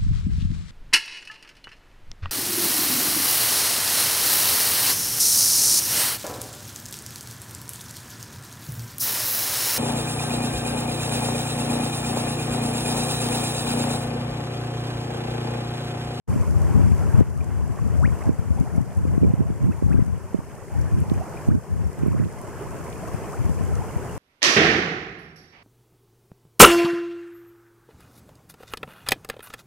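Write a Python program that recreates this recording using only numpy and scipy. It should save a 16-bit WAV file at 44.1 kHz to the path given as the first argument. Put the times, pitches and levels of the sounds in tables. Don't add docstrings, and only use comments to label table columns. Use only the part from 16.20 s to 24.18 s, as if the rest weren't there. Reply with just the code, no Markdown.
import sys
import numpy as np
from scipy import signal
from scipy.fft import rfft, irfft
from scipy.io import wavfile
from scipy.ndimage import uniform_filter1d, map_coordinates

SR = 44100
rng = np.random.default_rng(int(sys.argv[2]) if len(sys.argv) > 2 else 0)


def transcribe(signal):
    frames = np.atleast_2d(signal).T
    limited = np.clip(frames, -1, 1)
    pcm = np.round(limited * 32767).astype(np.int16)
    wavfile.write(sys.argv[1], SR, pcm)


N = 351918
T = np.arange(N) / SR
BINS_HZ = np.fft.rfftfreq(N, 1 / SR)


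def amp(db):
    return 10 ** (np.asarray(db) / 20)


def unit(x):
    return x / np.sqrt(np.mean(x ** 2) + 1e-20)


def curve_at(points, hz):
    points_hz, values = np.transpose(points)
    return np.interp(np.log(hz + 1), np.log(points_hz + 1), values)


def colour(x, spectrum):
    return irfft(rfft(x) * amp(curve_at(spectrum, BINS_HZ)), N)


def wander(rate_hz):
    return unit(irfft(rfft(rng.standard_normal(N)) * np.exp(-(BINS_HZ / rate_hz) ** 2), N))


def add(mix, start_s, sound):
    part = mix[..., max(round(start_s * SR), 0):][..., :sound.shape[-1]]
    part += sound[..., :part.shape[-1]]


def placed(sound, pan):
    return np.outer([1 - pan, 1 + pan], sound)


def bubble(length_s, start_hz, end_hz, peak_at):
    progress = np.linspace(0, 1, max(round(length_s * SR), 8))
    skew = np.log(.5) / np.log(np.clip(peak_at, .1, .9))
    swell = abs(np.sin(np.pi * progress ** skew)) ** 1.4
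    pitch_hz = start_hz * (end_hz / start_hz) ** progress
    return swell * np.sin(2 * np.pi * np.cumsum(pitch_hz) / SR)


# frequency_hz, level_db
WATER_SPECTRUM = [(30, -8.5), (70, 2.5), (150, 6.5), (280, -4), (400, 0), (540, -3.5), (820, -7),
                  (1020, -5.5), (1200, -11), (1550, -13), (2400, -20), (3100, -26.5), (3800, -36.5),
                  (6000, -41)]
# frequency_hz, correlation
CHURN_LIKENESS = [(100, 1), (300, 0.95), (640, 0.93), (1300, 0.64), (3100, 0.63), (5000, .1)]
def churn(level_db=-36.5, surge_db=1.5, surge_hz=9.9):
    hz, _, bands = signal.stft(rng.standard_normal((2, N)), SR, nperseg=512, noverlap=384)
    likeness = np.clip(curve_at(CHURN_LIKENESS, hz), -1, 1)[:, None]
    bands[1] = likeness * bands[0] + np.sqrt(1 - likeness ** 2) * bands[1]
    noise = signal.istft(bands, nperseg=512, noverlap=384)[1][:, :N]
    water = colour(noise, WATER_SPECTRUM) * amp(surge_db * wander(surge_hz))
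    return amp(level_db) * unit(water)


def gurgle(level_db=-40, per_s=340, length_at_1khz_s=0.027, rise=0.723, spread_db=1.53, width=0.8):
    out, candidates = np.zeros((2, N)), 5000
    for when, smallness, life, lift, pan, distance, chance in rng.random((candidates, 7)):
        if chance < per_s * T[-1] / candidates:
            hz = 240 * (3200 / 240) ** smallness
            length_s = length_at_1khz_s * (.5 + life) * np.sqrt(1000 / hz)
            ring = np.sqrt(hz) * bubble(length_s, hz, hz * np.exp(rise * lift), peak_at=0.084)
            nearness = min(-np.log(distance), 3.6)
            add(out, when * T[-1], placed(amp(spread_db * nearness) * ring, width * (2 * pan - 1)))
    return amp(level_db) * unit(colour(out, WATER_SPECTRUM))


# frequency_hz, level_db
FIZZ_SPECTRUM = [(1500, -2), (3000, -27), (3800, -17), (4500, -7), (5500, -3), (7000, -1.5), (10200, -3),
                 (11300, -8.5), (13000, -8), (14500, -14.5), (15700, -22)]
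def fizz(hiss_db=-50.5, pops_db=-58.5, per_s=1500, spread_db=2.0, decay_cycles=4.7, pitches=20):
    pops, t = np.zeros((2, N)), T[:500]
    for hz in np.geomspace(2200, 14500, pitches):
        nearness = np.minimum(rng.exponential(1, N), 4.5)
        bursts = amp(spread_db * nearness) * (rng.random(N) < per_s / pitches / SR)
        ring = hz * np.exp(-t * hz / decay_cycles) * np.sin(2 * np.pi * hz * t)
        ticks = signal.oaconvolve(bursts, ring)[:N]
        pops += [ticks, np.roll(ticks, rng.integers(-12, 13))]
    hiss = unit(colour(rng.standard_normal((2, N)), FIZZ_SPECTRUM))
    return amp(hiss_db) * hiss + amp(pops_db) * unit(colour(pops, FIZZ_SPECTRUM))


def spatter(level_db=-59, per_s=45, decay_s=0.0028):
    hits = rng.random(N) ** 2 * (rng.random(N) < per_s / SR)
    envelope = signal.lfilter([1], [1, -np.exp(-1 / (decay_s * SR))], hits)
    return amp(level_db) * unit(colour(envelope * rng.standard_normal((2, N)), FIZZ_SPECTRUM))


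def port_shares(side):
    angle = np.pi / 2 * np.clip(side, 0, 1)
    return np.array([[np.cos(angle)], [np.sin(angle)]])


# time_s, level_db
BREEZE_LEVELS = [(0, -28), (3.9, -26), (4.3, -37.5), (7.9, -36.5)]
# start_s, hold_s, level_db, side (0 left, 1 right)
MIC_GUSTS = [(0.086, 0.14, -19.5, 0.37), (0.28, 0.23, -18, 0.21), (0.551, 0.2, -14.5, 0.16),
             (0.792, 0.12, -20.5, 0.14), (0.952, 0.068, -12.5, 0.15), (1.073, 0.45, -18.5, 0.065),
             (1.625, 0.31, -14.5, 0.048), (2.072, 0.048, -16.5, 0.54), (2.274, 0.15, -17.5, 0.049),
             (2.534, 0.089, -18, 0.15), (2.777, 0.18, -16, 0.29), (3.028, 0.074, -8.5, 0.55),
             (3.195, 0.047, -13.5, 0.6), (3.27, 0.053, -17, 0.17), (3.418, 0.087, -13, 0.63),
             (3.641, 0.19, -12, 0.13), (3.864, 0.1, -17, 0.073), (4.54, 0.13, -18, 0.16),
             (4.731, 0.09, -14, 0.43), (4.871, .13, -21.5, 0.42), (5.293, 0.082, -12, 0.57),
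             (5.514, 0.17, -17.5, 0.17), (5.807, 0.26, -17.5, 0.67), (7.194, 0.41, -23.5, 0.17)]
def wind_force(breeze_side=0.27, rise_s=0.02687, fall_s=0.029):
    breeze_db = np.interp(T, *np.transpose(BREEZE_LEVELS))
    power = (port_shares(breeze_side) * amp(breeze_db)) ** 2
    for start_s, hold_s, level_db, side in MIC_GUSTS:
        fade = np.maximum(start_s - T, 0) / rise_s + np.maximum(T - start_s - hold_s, 0) / fall_s
        power += (port_shares(side) * amp(level_db) * np.maximum(1 - fade, 0)) ** 2
    return 10 * np.log10(power)


# frequency_hz, level_db
EDDY_SPECTRUM = [(15, -44), (35, -34), (55, -16.5), (75, 2.5), (105, 0), (160, -5.5), (280, -16.5),
                 (450, -35.5), (800, -53), (2000, -90)]
def buffet(wind_db, pace, gain_db, quickening=.1, quicken_above_db=-19, lumpy_db=3.5):
    force_db = wind_db + lumpy_db * np.tanh(wander(rate_hz=24.45))
    speed = pace * amp(quickening * np.maximum(force_db - quicken_above_db, 0))
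    eddies = colour(rng.standard_normal(N), EDDY_SPECTRUM)
    eddies /= np.sqrt(uniform_filter1d(eddies ** 2, size=2600))
    rumble = map_coordinates(eddies, [np.cumsum(speed) % (N - 1)], order=3, mode="wrap")
    return amp(force_db + gain_db) * rumble


def thump(t, hz, wake_gain=0.55, wake_s=0.01, wake_ratio=0.663, softness=7):
    phase, after_s = np.pi * hz * t, np.maximum(t, 0)
    core = ((2 + 1 / softness) * phase ** 2 - 1) / (1 + phase ** 2 / softness) ** (softness + 2)
    wake = np.exp(-after_s / wake_s) * np.sin(2 * np.pi * wake_ratio * hz * after_s)
    return core + wake_gain * wake


# time_s, level_db, pitch_hz, port (0 left, 1 right)
HARD_EDDIES = [(0.162, -7.5, 175, 0), (0.596, -7, 202, 0), (0.993, -1, 140, 0), (1.01, 1.04, 245, 0),
               (1.878, -9, 162, 0), (2.094, 0.4, 223, 1), (2.194, -3.5, 103, 0), (2.307, -2, 115, 0),
               (2.411, 0, 134, 0), (2.582, 1.04, 135, 0), (2.609, -4.5, 145, 0), (2.853, -5, 250, 0),
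               (2.98, 1, 195.4, 0), (3.034, 1, 272, 1), (3.049, 1.5, 228, 1), (3.139, 2, 170, 1),
               (3.207, 2, 186.5, 1), (3.303, -6, 228, 1), (3.443, -1, 150, 1), (3.625, -4, 249, 1),
               (3.745, -1.5, 210, 0), (3.782, 0, 126, 0), (3.793, -0.5, 240, 0), (3.824, 2.5, 114, 0),
               (4.146, 0.56, 265, 1), (4.19, -8, 169.7, 1), (4.918, -1.5, 214, 1), (5.289, 2, 175.7, 1),
               (5.351, -0.5, 187, 1), (5.835, -2, 204, 1), (5.863, -4, 275, 1), (5.883, -2.5, 197.2, 1),
               (5.949, -8, 235, 1), (6, -4.5, 198.5, 1), (6.947, -13, 125, 0), (7.296, -10.5, 169.6, 0),
               (7.411, -11, 116.8, 0), (7.766, -9.5, 103, 0)]
def wind(bleed=0.51, bleed_hz=1100, core_s=0.0032):
    left_db, right_db = wind_force()
    ports = np.array([buffet(left_db, pace=.88, gain_db=2.26), buffet(right_db, pace=1.25, gain_db=2.0)])
    t = np.arange(-SR // 50, SR // 20) / SR
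    for time_s, level_db, hz, port in HARD_EDDIES:
        ports *= 1 - np.exp(-((T - time_s) / core_s) ** 2)
        add(ports[int(port)], time_s + t[0], amp(level_db) * thump(t, hz))
    pole = np.exp(-2 * np.pi * bleed_hz / SR)
    return ports - bleed * signal.lfilter([1 - pole], [1, -pole], ports[::-1])


# start_s, length_s, typical_hz, typical_bubble_db
GAS_POCKETS = [(0.423, 0.21, 816, -50), (2.002, 0.09, 772, -40), (2.366, .22, 830, -44),
               (3.024, 0.22, 616, -38.5), (3.662, 0.13, 1100, -44), (4.898, .28, 987, -41.5),
               (5.825, 0.22, 1590, -41.5), (7.579, 0.15, 992, -47.5)]
def boils(cycles=12, spread_octaves=1.29, rise=0.33, width=0.56, count=44):
    out = np.zeros((2, N))
    for start_s, length_s, typical_hz, bubble_db in GAS_POCKETS:
        for when, smallness, lift, pan in rng.random((count, 4)):
            hz = typical_hz * 2 ** (spread_octaves * (smallness - .5))
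            ring = bubble(cycles / hz, hz, hz * np.exp(rise * lift), peak_at=0.067)
            gain = amp(bubble_db) * np.sqrt(typical_hz / hz)
            add(out, start_s + when * length_s, placed(gain * ring, width * (2 * pan - 1)))
    return out


# start_s, start_hz, end_hz, level_db
LARGE_BUBBLES = [(0.471, 540, 1120, -36), (1.785, 440, 980, -29.5), (1.816, 780, 3000, -25.5),
                 (1.874, 1200, 2750, -42), (2.002, 1250, 3000, -41), (2.027, 580, 1100, -35),
                 (2.367, 620, 1000, -32.5), (2.452, 560, 1030, -33), (2.552, 430, 1200, -34),
                 (3.255, 500, 900, -34), (3.496, 860, 2800, -40), (3.692, 850, 2900, -36.5),
                 (4.488, 580, 1100, -36), (4.993, 480, 1150, -32.5), (5.285, 790, 2200, -34),
                 (5.968, 1050, 2500, -39), (6.404, 320, 460, -29), (6.452, 740, 1350, -35.5),
                 (6.826, 540, 740, -28.5), (6.874, 860, 1400, -36.5), (7.112, 720, 1800, -35),
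                 (7.605, 650, 1150, -33.5)]
def bloops(width=0.57, shiver_hz=170, octaves_per_s_at_1khz=28, blur_hz=380):
    out, shiver = np.zeros((2, N)), wander(shiver_hz)
    for start_s, start_hz, end_hz, level_db in LARGE_BUBBLES:
        middle_hz = np.sqrt(start_hz * end_hz)
        length_s = np.log2(end_hz / start_hz) / (octaves_per_s_at_1khz * np.sqrt(middle_hz / 1000))
        ring = bubble(length_s, start_hz, end_hz, peak_at=0.51)
        blur = min((blur_hz / middle_hz) ** 2, np.sqrt(.5))
        ring *= np.sqrt(1 - blur ** 2) + blur * shiver[round(start_s * SR):][:len(ring)]
        add(out, start_s, placed(amp(level_db) * ring, width * rng.uniform(-1, 1)))
    return out


# start_s, pitch_hz, level_db
SMALL_BUBBLES = [(1.207, 2390, -36), (1.587, 1100, -28.5), (3.039, 2345, -39), (3.521, 2590, -40),
                 (3.729, 2560, -39), (3.77, 1596, -35), (4.615, 5600, -48.5), (5.172, 2423, -38.5),
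                 (5.643, 5440, -47), (7.043, 1038, -34)]
def plinks(length_s=0.012, width=0.34):
    out = np.zeros((2, N))
    for start_s, hz, level_db in SMALL_BUBBLES:
        ring = bubble(length_s, hz, hz, peak_at=0.14)
        add(out, start_s, placed(amp(level_db) * ring, width * rng.uniform(-1, 1)))
    return out


# start_s, level_db, pitch_hz
FOAM_DOMES = [(2.772, -29, 8760), (3.848, -32, 8516), (4.803, -30, 10070), (4.898, -28, 2800),
              (5.873, -31, 10380), (6.048, -32, 2300), (6.215, -31, 10000), (6.728, -33, 2350),
              (7.554, -29.5, 7240)]
def snaps(decay_s=0.002, width_hz=2700):
    out, t = np.zeros((2, N)), T[:512]
    bins_hz = np.fft.rfftfreq(len(t), 1 / SR)
    for start_s, level_db, hz in FOAM_DOMES:
        band = np.exp(-((bins_hz - hz) / width_hz) ** 2)
        spit = unit(irfft(rfft(rng.standard_normal((2, len(t)))) * band))
        add(out, start_s, amp(level_db) / 2 * spit * np.exp(-t / decay_s))
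    return out


def scene():
    return bloops() + plinks() + boils() + gurgle() + churn() + fizz() + spatter() + snaps() + wind()


def gain_control(x, trip_db=0.29, settle_db=-5.0, attack_s=0.00057, recovery_db_per_s=4.5):
    peak_db = 20 * np.log10(abs(x).max(0) + 1e-9)
    cut_db = np.where(peak_db > trip_db, peak_db - settle_db, 0)
    held_db = np.maximum.accumulate(cut_db + recovery_db_per_s * T) - recovery_db_per_s * T
    pole = np.exp(-1 / (attack_s * SR))
    return x * amp(-signal.lfilter([1 - pole], [1, -pole], held_db))


def record(dry):
    opening = amp(np.interp(T, [.07, .078, .1], [-60, -8, 0]))
    ducked = gain_control(dry * opening)
    rounded = ducked / (1 + ducked ** 8) ** (1 / 8)
    low_pass = signal.firwin(801, cutoff=15750, window=("kaiser", 9), fs=SR)
    return signal.oaconvolve(rounded, low_pass[None], "same")


dry = scene()
out = record(dry)
transcribe(out)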